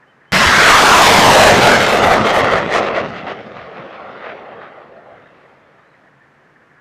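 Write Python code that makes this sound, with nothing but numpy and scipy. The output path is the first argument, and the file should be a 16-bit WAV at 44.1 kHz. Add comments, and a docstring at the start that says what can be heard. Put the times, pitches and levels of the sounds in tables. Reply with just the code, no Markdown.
"""A bang, then a crackling jet roar that overloads the microphone: a truck fires a rocket over a field.
The roar is turbulent noise plus small shocks. As the rocket climbs, its ground reflection sweeps a comb
of resonances downward; distance dulls the roar and it fades in surges.
Beneath it lie the hush of the field, an idling engine and a few faint birds."""
import sys
import numpy as np
from scipy import signal
from scipy.fft import rfft, irfft, next_fast_len
from scipy.io import wavfile
from scipy.ndimage import uniform_filter1d, map_coordinates

SR = 44100
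rng = np.random.default_rng(int(sys.argv[2]) if len(sys.argv) > 2 else 0)


def generate_wav(sig):
    """Save sig (samples, or channels by samples) to the path in sys.argv[1] as 16-bit PCM at SR."""
    pcm = np.round(np.clip(np.atleast_2d(sig).T, -1, 1) * 32767).astype(np.int16)
    wavfile.write(sys.argv[1], SR, pcm)


N = 300188
IGNITION_S, FAR_S = .321, 2.3  # FAR_S: time scale from near to far sound

# shock packets carried to the ground by the air: centre t/s, half length/s, treble boost/dB, crackle/dB
SURGES = [(0.367, 0.027, -1, -33), (0.661, .11, 2.5, -51), (1.047, 0.033, 2, -42), (1.683, 0.074, 4.5, -38),
          (1.809, 0.033, 1, -39), (1.934, 0.055, 3, -36.5), (2.06, 0.036, 3, -38.5),
          (2.136, 0.036, 7.5, -38.5), (2.284, 0.031, 6, -45), (2.37, 0.037, 3.5, -36.5),
          (2.447, 0.016, 2.5, -46), (2.528, 0.015, 5.5, -42), (2.576, 0.023, 3.5, -45.5),
          (2.754, 0.04, 14.5, -31), (2.852, 0.043, 7.5, -43), (2.977, 0.036, 9, -37),
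          (3.094, 0.015, 4.5, -56), (3.184, 0.033, 5, -36), (3.3, 0.03, 8, -33.5), (3.592, 0.037, 3, -39.5),
          (3.655, 0.013, 2, -50), (3.78, 0.032, 5.5, -46), (3.848, 0.021, 3, -50),
          (3.944, .025, 2.5, -45.5), (4.279, 0.05, 5.5, -34), (4.38, .02, 2.5, -47), (4.52, .02, 3, -48),
          (4.638, 0.04, 5.5, -48)]


def amp(db):
    """Decibels to gain."""
    return 10 ** (np.asarray(db) / 20)


def unit(x):
    """Scale to rms 1."""
    return x / np.sqrt(np.mean(x ** 2) + 1e-20)


def along(points, hz):
    """Interpolate (f/Hz, value) points on a log axis."""
    f, v = np.transpose(points)
    return np.interp(np.log(hz + 1), np.log(f + 1), v)


def curves(rows, t):
    """Each column after the first, interpolated at times t."""
    s, *cols = np.transpose(rows)
    return [np.interp(t, s, c) for c in cols]


def wobble(rate_hz, t):
    """Smooth random curve, rate_hz knots a second."""
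    return map_coordinates(rng.standard_normal(4096), [t * rate_hz], mode="wrap")


def filtered(x, response):
    """Apply a zero-phase response(f/Hz)."""
    m = next_fast_len(len(x) + SR // 2)
    return irfft(rfft(x, m) * response(np.fft.rfftfreq(m, 1 / SR)), m)[:len(x)]


def band_noise(centre_hz, half_width_hz, order=2):
    """Noise band at rms 1."""
    white = rng.standard_normal(N)
    return unit(filtered(white, lambda hz: 1 / (1 + ((hz - centre_hz) / half_width_hz) ** order)))


def minimum_phase(x, spectrum, size=4096):
    """Colour x so that its pulses keep a steep front."""
    cepstrum = irfft(np.log(amp(along(spectrum, np.fft.rfftfreq(size, 1 / SR)))))
    cepstrum[1:size // 2] *= 2
    cepstrum[size // 2 + 1:] = 0
    return signal.fftconvolve(x, irfft(np.exp(rfft(cepstrum))))[:N]


def since(start_s):
    """Seconds since start_s per sample, 0 before it."""
    return np.maximum(np.arange(N) / SR - start_s, 0)


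def field(hush_db, idle_hz, idle_db):
    """Outdoor hush and the hum of an idling engine."""
    # hush spectrum: f/Hz, relative level/dB
    spectrum = [(15, -40), (25, -26), (80, -17.5), (112, -14.5), (138, -3), (172, -11), (240, -9),
                (475, -11), (529, -10.5), (749, -12.5), (1760, -11.5), (2560, -23), (3010, -27),
                (3260, -31), (6540, -40), (15000, -57)]
    t = np.arange(N) / SR
    hush = unit(filtered(rng.standard_normal(N), lambda hz: amp(along(spectrum, hz))))
    hum = np.sin(2 * np.pi * idle_hz * t + .7 * wobble(4.4, t))
    return amp(hush_db + 0.51 * wobble(9.1, t)) * hush + amp(idle_db + 2 * wobble(5, t)) * hum


def birds(chatter_hz, chatter_db, trill_hz):
    """Narrow-band chatter, raspy chips, and thin whistles and trills that arch in pitch."""
    # chips from the grass: centre t/s, level/dB, half length/s, f/Hz
    chips = [(0.033, -47, 0.011, 1750), (.222, -48, 0.011, 1800), (0.256, -48, 0.01, 1800),
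             (5.265, -46, .014, 1740), (5.462, -51, .008, 1920), (5.792, -52, 0.0082, 1850),
             (5.947, -48, .015, 1900), (6.078, -47, .011, 1750), (6.22, -44.5, 0.008, 1760),
             (6.245, -50, .015, 1780), (6.47, -53, .02, 1720), (6.565, -43, 0.006, 1790),
             (6.624, -50.5, .008, 1650), (6.715, -49.5, .014, 1740), (6.783, -48, 0.017, 1680)]
    # calls: t/s, length/s, top of arch f/Hz, level/dB, trill depth/0-1
    whistles = [(0.06, .075, 3080, -59, 0), (0.255, 0.1, 3120, -56, 0.1), (5.19, .15, 3660, -61, 0.7),
                (5.82, 0.18, 3920, -64, 1)]
    t = np.arange(N) / SR
    out = band_noise(chatter_hz, 210, order=4) * amp(chatter_db + 3.8 * wobble(30, t))
    rasp_rad = wobble(560, t)
    for s, db, half_s, hz in chips:
        on = np.abs(t - s) < 4 * half_s
        envelope = amp(db) * np.exp(-((t[on] - s) / half_s) ** 2)
        out[on] += envelope * np.sin(2 * np.pi * hz * t[on] + rasp_rad[on])
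    for s, length_s, top_hz, db, depth in whistles:
        on = (t > s) & (t < s + length_s)
        progress = (t[on] - s) / length_s
        trill = depth * np.sin(2 * np.pi * trill_hz * (t[on] - s))
        arch = 1 - .08 * (2 * progress - 1) ** 2
        pitch_hz = top_hz * (arch + .05 * trill + .025 * depth * wobble(120, t[on]))
        envelope = amp(db + 7.7 * (trill - depth)) * np.sin(np.pi * progress)
        out[on] += envelope * np.sin(2 * np.pi * np.cumsum(pitch_hz) / SR)
    return out


def overload_hiss(hiss_db, hiss_hz, hold_s):
    """Even, bright hiss while the loud early roar overloads the microphone."""
    age = since(IGNITION_S)
    return amp(hiss_db) * band_noise(hiss_hz, 6000) * (age > 0) / (1 + (age / hold_s) ** 8)


def ignition(crack_db, crack_s, blast_db, blast_s, boom_db, boom_hz, boom_s):
    """The motor lights: a crack, one blast wave and a short, hollow boom."""
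    age = since(IGNITION_S)
    crack = band_noise(1800, 1300) * np.exp(-age / crack_s)
    blast = (age / blast_s - 1) * np.exp(-age / blast_s)
    boom = band_noise(boom_hz, 49) * np.exp(-age / boom_s)
    return (age > 0) * (amp(crack_db) * crack + amp(blast_db) * blast + amp(boom_db) * boom)


def thumps(jet, gap_s, thump_s):
    """Low thumps, each briefly choking the roar in the overloaded microphone."""
    # thumps just after ignition: t/s, level/dB, f/Hz, gap depth/0-1
    hits = [(.38, -19, 170, 0.4), (.463, -11.5, 80, 0.7), (.577, -15, 150, 0.3)]
    for s, db, hz, depth in hits:
        age = since(s)
        gap = depth * (age > 0) * np.exp(-(age / gap_s) ** 4)
        thump = amp(db) * np.sin(2 * np.pi * hz * age) * np.exp(-age / thump_s)
        jet = jet * (1 - gap) + thump
    return jet


def snaps(front_s, decay_s):
    """Lone strong shocks: a steep front, then a swing back."""
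    # shocks in the receding roar: t/s, level/dB
    shocks = [(2.961, -14), (2.973, -4)]
    out = np.zeros(N)
    for s, db in shocks:
        age = since(s)
        front = 1 - np.exp(-(age / front_s) ** 2)
        out += amp(db) * front * (age / decay_s - 1) * np.exp(-age / decay_s)
    return out


def receding(s, near, far):
    """Value at time s, moving from near to far; halfway FAR_S after ignition."""
    return far + (near - far) / (1 + (max(s - IGNITION_S, 0) / FAR_S) ** 12)


def swell(t, centre_s, half_s):
    """Surge envelope: abrupt close by, rounded far off."""
    steepness = receding(centre_s, near=7, far=2.8)
    return .5 ** (np.abs((t - centre_s) / half_s) ** steepness)


def crackle(shocks_per_s, log_width, spit_db, spit_hz):
    """Each surge brings shocks that rasp and spit, duller with distance."""
    t = np.arange(N) / SR
    shocks = -rng.uniform(size=N) * (rng.random(N) < shocks_per_s / SR)
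    shocks -= shocks.mean()
    out = np.zeros(N)
    for s, half_s, _, db in SURGES:
        on = np.abs(t - s) < 4 * half_s
        centre_hz = receding(s, near=8800, far=1400)
        band = lambda hz: np.exp(-np.log((hz + 1) / centre_hz) ** 2 / (2 * log_width ** 2))
        out[on] += amp(db) * unit(filtered(shocks[on], band)) * swell(t[on], s, half_s)
    return out * amp(spit_db * wobble(spit_hz, t)) * (t > IGNITION_S)


def elevation_deg(t):
    """The rocket leaves low, then settles on its flight path."""
    # climb seen from the microphone: t/s, elevation/deg
    climb = [(.32, 4.68), (.55, 5.72), (.75, 7.3), (.95, 11.1), (1.15, 15.3), (1.4, 17.4), (1.7, 20.9),
             (2, 23.6), (2.6, 25.6), (4.6, 24.9)]
    return curves(climb, t)[0]


def absorption_db(hz, t):
    """Treble loss: to grass while the path is low, to air as the rocket speeds away."""
    age = np.maximum(t - IGNITION_S, 0)
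    grass_db = 1.8 * (elevation_deg(0) / elevation_deg(t)) ** 2
    air_db = np.minimum(0.2769 * age ** 1.94, 3.5)
    return (grass_db + air_db) * (hz / 1000) ** 1.3


def ground(hz, t, height_m, strength, rough_hz, grass_hz, soil_hz):
    """Direct sound plus reflection: porous soil lags it, grass and rough ground scatter its treble."""
    sine = np.sin(np.radians(elevation_deg(t)))
    detour_s = 2 * height_m * sine / 343
    soil_rad = 2 * np.arctan(np.sqrt(hz / soil_hz) / sine)
    reflection = strength / (1 + (hz * sine / rough_hz) ** 2 + (hz / grass_hz) ** 4)
    return 1 + reflection * np.exp(-1j * (2 * np.pi * hz * detour_s + soil_rad))


def turbulence_db(hz, t, flutter_hz):
    """Restless air shakes the treble most and fades neighbouring bands at random."""
    # flutter grows with the path, then evens out as paths blend: t/s, share/0-1
    growth = [(.33, 0.14), (1.8, 0.41), (2.9, 0.46), (3.6, 0.43)]
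    flutter_db = 2.0 * curves(growth, t)[0] * wobble(flutter_hz, t) * hz / (hz + 800)
    patches = uniform_filter1d(rng.standard_normal((len(hz), len(t))), size=3, axis=0)
    patches = unit(uniform_filter1d(patches, size=36, axis=1))
    depth_db = 1.78 + .6 * np.minimum(t / FAR_S, 1)
    return flutter_db + depth_db * patches


def lopsided(x, skew, threshold, thud):
    """Intense jet noise spikes on one side and is blunt on the other; the tallest peaks thud."""
    excess = np.maximum(np.abs(x) - threshold, 0)
    bass = uniform_filter1d(excess, size=220) - uniform_filter1d(excess, size=2400)
    return x - skew * x * np.tanh(x / threshold) + thud * bass


def exhaust():
    """Turbulent mixing noise and one-sided shocklets."""
    # jet spectrum: f/Hz, relative level/dB
    spectrum = [(20, -43), (60, -16.5), (110, -6), (165, -3), (208, 2.5), (275, -1), (400, 2.5), (600, 1.5),
                (850, 0.4), (1400, -2.2), (2000, -4), (2700, -7.5), (3200, -8), (4500, -12), (7000, -14.5),
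                (10000, -22), (15000, -24.5)]
    # shocklets, dense at launch, sparse later: t/s, rate/Hz, level over mixing noise/dB
    shocklets = [(.33, 5000, -5), (1.1, 4000, 1), (2.2, 2600, 2), (2.8, 1500, 2.5), (3.3, 1500, -1),
                 (4.5, 1500, -6)]
    rate_hz, shock_db = curves(shocklets, np.arange(N) / SR)
    shocks = -rng.exponential(size=N) * (rng.random(N) < rate_hz / SR) + rate_hz / SR
    share = amp(shock_db)
    mixed = rng.standard_normal(N) + share * unit(shocks / np.sqrt(rate_hz))
    return unit(minimum_phase(mixed / np.sqrt(1 + share ** 2), spectrum))


def roar(start_s, rise_s, rumble_hz, bright_hz, surge_hz, fade_db_per_s):
    """The exhaust heard through air and over ground: surges brighten it, distance dulls it."""
    # roar between surges: t/s, level/dB, rumble/dB, treble tilt/(dB per octave)
    contour = [(.326, -15.5, -21, 7), (.36, -8, -4, 5.5), (.47, -11.5, -7, 5.5), (.58, -9, -4, 3),
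               (.68, -6, -14, 2), (.85, -6, -6.5, 1.7), (.98, -4.5, -7, 0.5), (1.17, -4, -4, 0.03),
               (1.47, -3, -3, 0.74), (1.55, -6.5, 5.5, -0.2), (1.78, -7.5, 1.5, -0.7), (1.86, -10, -2, 0.1),
               (1.91, -6.5, -2, -2), (2.0, -11.5, 4, -0.5), (2.03, -6, -1.5, -2.5), (2.15, -8.5, -7, -3),
               (2.2, -12.5, 2.5, -1.5), (2.3, -11.5, 1, -1), (2.41, -6.5, -4.5, -3), (2.5, -11.5, -4, -2),
               (2.54, -10.5, -1, -2.5), (2.6, -13, -4, -2), (2.66, -18, 6, -1.5), (2.8, -15.5, -3.5, -3),
               (2.98, -14, -6, -4.5), (3.1, -25, 7.5, 0.2), (3.22, -28, 0, -0.5), (3.27, -23.5, -2, -1),
               (3.46, -32, 2.5, 1.5), (3.8, -29.5, -0.5, 0.5), (3.92, -31.5, -8, 2.5), (4.15, -30.5, -6, 3),
               (4.6, -31, -8.5, 0), (4.92, -39, -4, 0.8), (5.12, -38, -2, -0.3), (5.3, -46.5, -2.5, 4),
               (5.7, -52.5, 0.5, 4.5)]
    hz, t, spectra = signal.stft(exhaust(), SR, nperseg=512, noverlap=384)
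    hz = hz[:, None]
    level_db, rumble_db, tilt_db = curves(contour, t)
    level_db -= fade_db_per_s * np.maximum(t - contour[-1][0], 0)
    surge_db = sum(db * swell(t, s, half_s) for s, half_s, db, _ in SURGES)
    treble = hz ** 2 / (hz ** 2 + surge_hz ** 2)
    octaves = np.log2(1 + (hz / bright_hz) ** 2) / 2
    colour_db = rumble_db / (1 + (hz / rumble_hz) ** 4) + tilt_db * octaves - absorption_db(hz, t)
    gain = amp(level_db + surge_db * treble + colour_db + turbulence_db(hz, t, flutter_hz=55))
    comb = ground(hz, t, height_m=0.575, strength=0.42, rough_hz=1050, grass_hz=2400, soil_hz=19400)
    sound = signal.istft(spectra * gain * comb, SR, nperseg=512, noverlap=384)[1][:N]
    return sound * np.minimum(since(start_s) / rise_s, 1)


def scene():
    """Rocket, birds and field at one microphone."""
    jet = roar(start_s=.3255, rise_s=0.001, rumble_hz=263.7, bright_hz=849, surge_hz=1105,
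               fade_db_per_s=15.5)
    rocket = lopsided(jet, skew=0.081, threshold=0.44, thud=0.37)
    rocket += crackle(shocks_per_s=1600, log_width=0.45, spit_db=1.0, spit_hz=120)
    rocket = thumps(rocket, gap_s=0.004, thump_s=.022)
    rocket += snaps(front_s=.00009, decay_s=0.00037)
    rocket += ignition(crack_db=-3.5, crack_s=0.0012, blast_db=-4.5, blast_s=0.00083,
                       boom_db=-17, boom_hz=191, boom_s=.16)
    rocket += overload_hiss(hiss_db=-35, hiss_hz=9000, hold_s=1.215)
    background = birds(chatter_hz=1740, chatter_db=-67, trill_hz=62.7)
    background += field(hush_db=-52.0, idle_hz=143, idle_db=-68.5)
    mono = rocket + background
    return np.array([mono, mono])


def record(dry):
    """The microphone amplifier rounds off the loudest peaks; the recorder limits the band."""
    ceiling, knee, top_hz = .76, 3.6, 15200
    overloaded = dry / (1 + np.abs(dry / ceiling) ** knee) ** (1 / knee)
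    return np.array([filtered(ch, lambda hz: 1 / (1 + (hz / top_hz) ** 200)) for ch in overloaded])


dry = scene()
out = record(dry)
generate_wav(out)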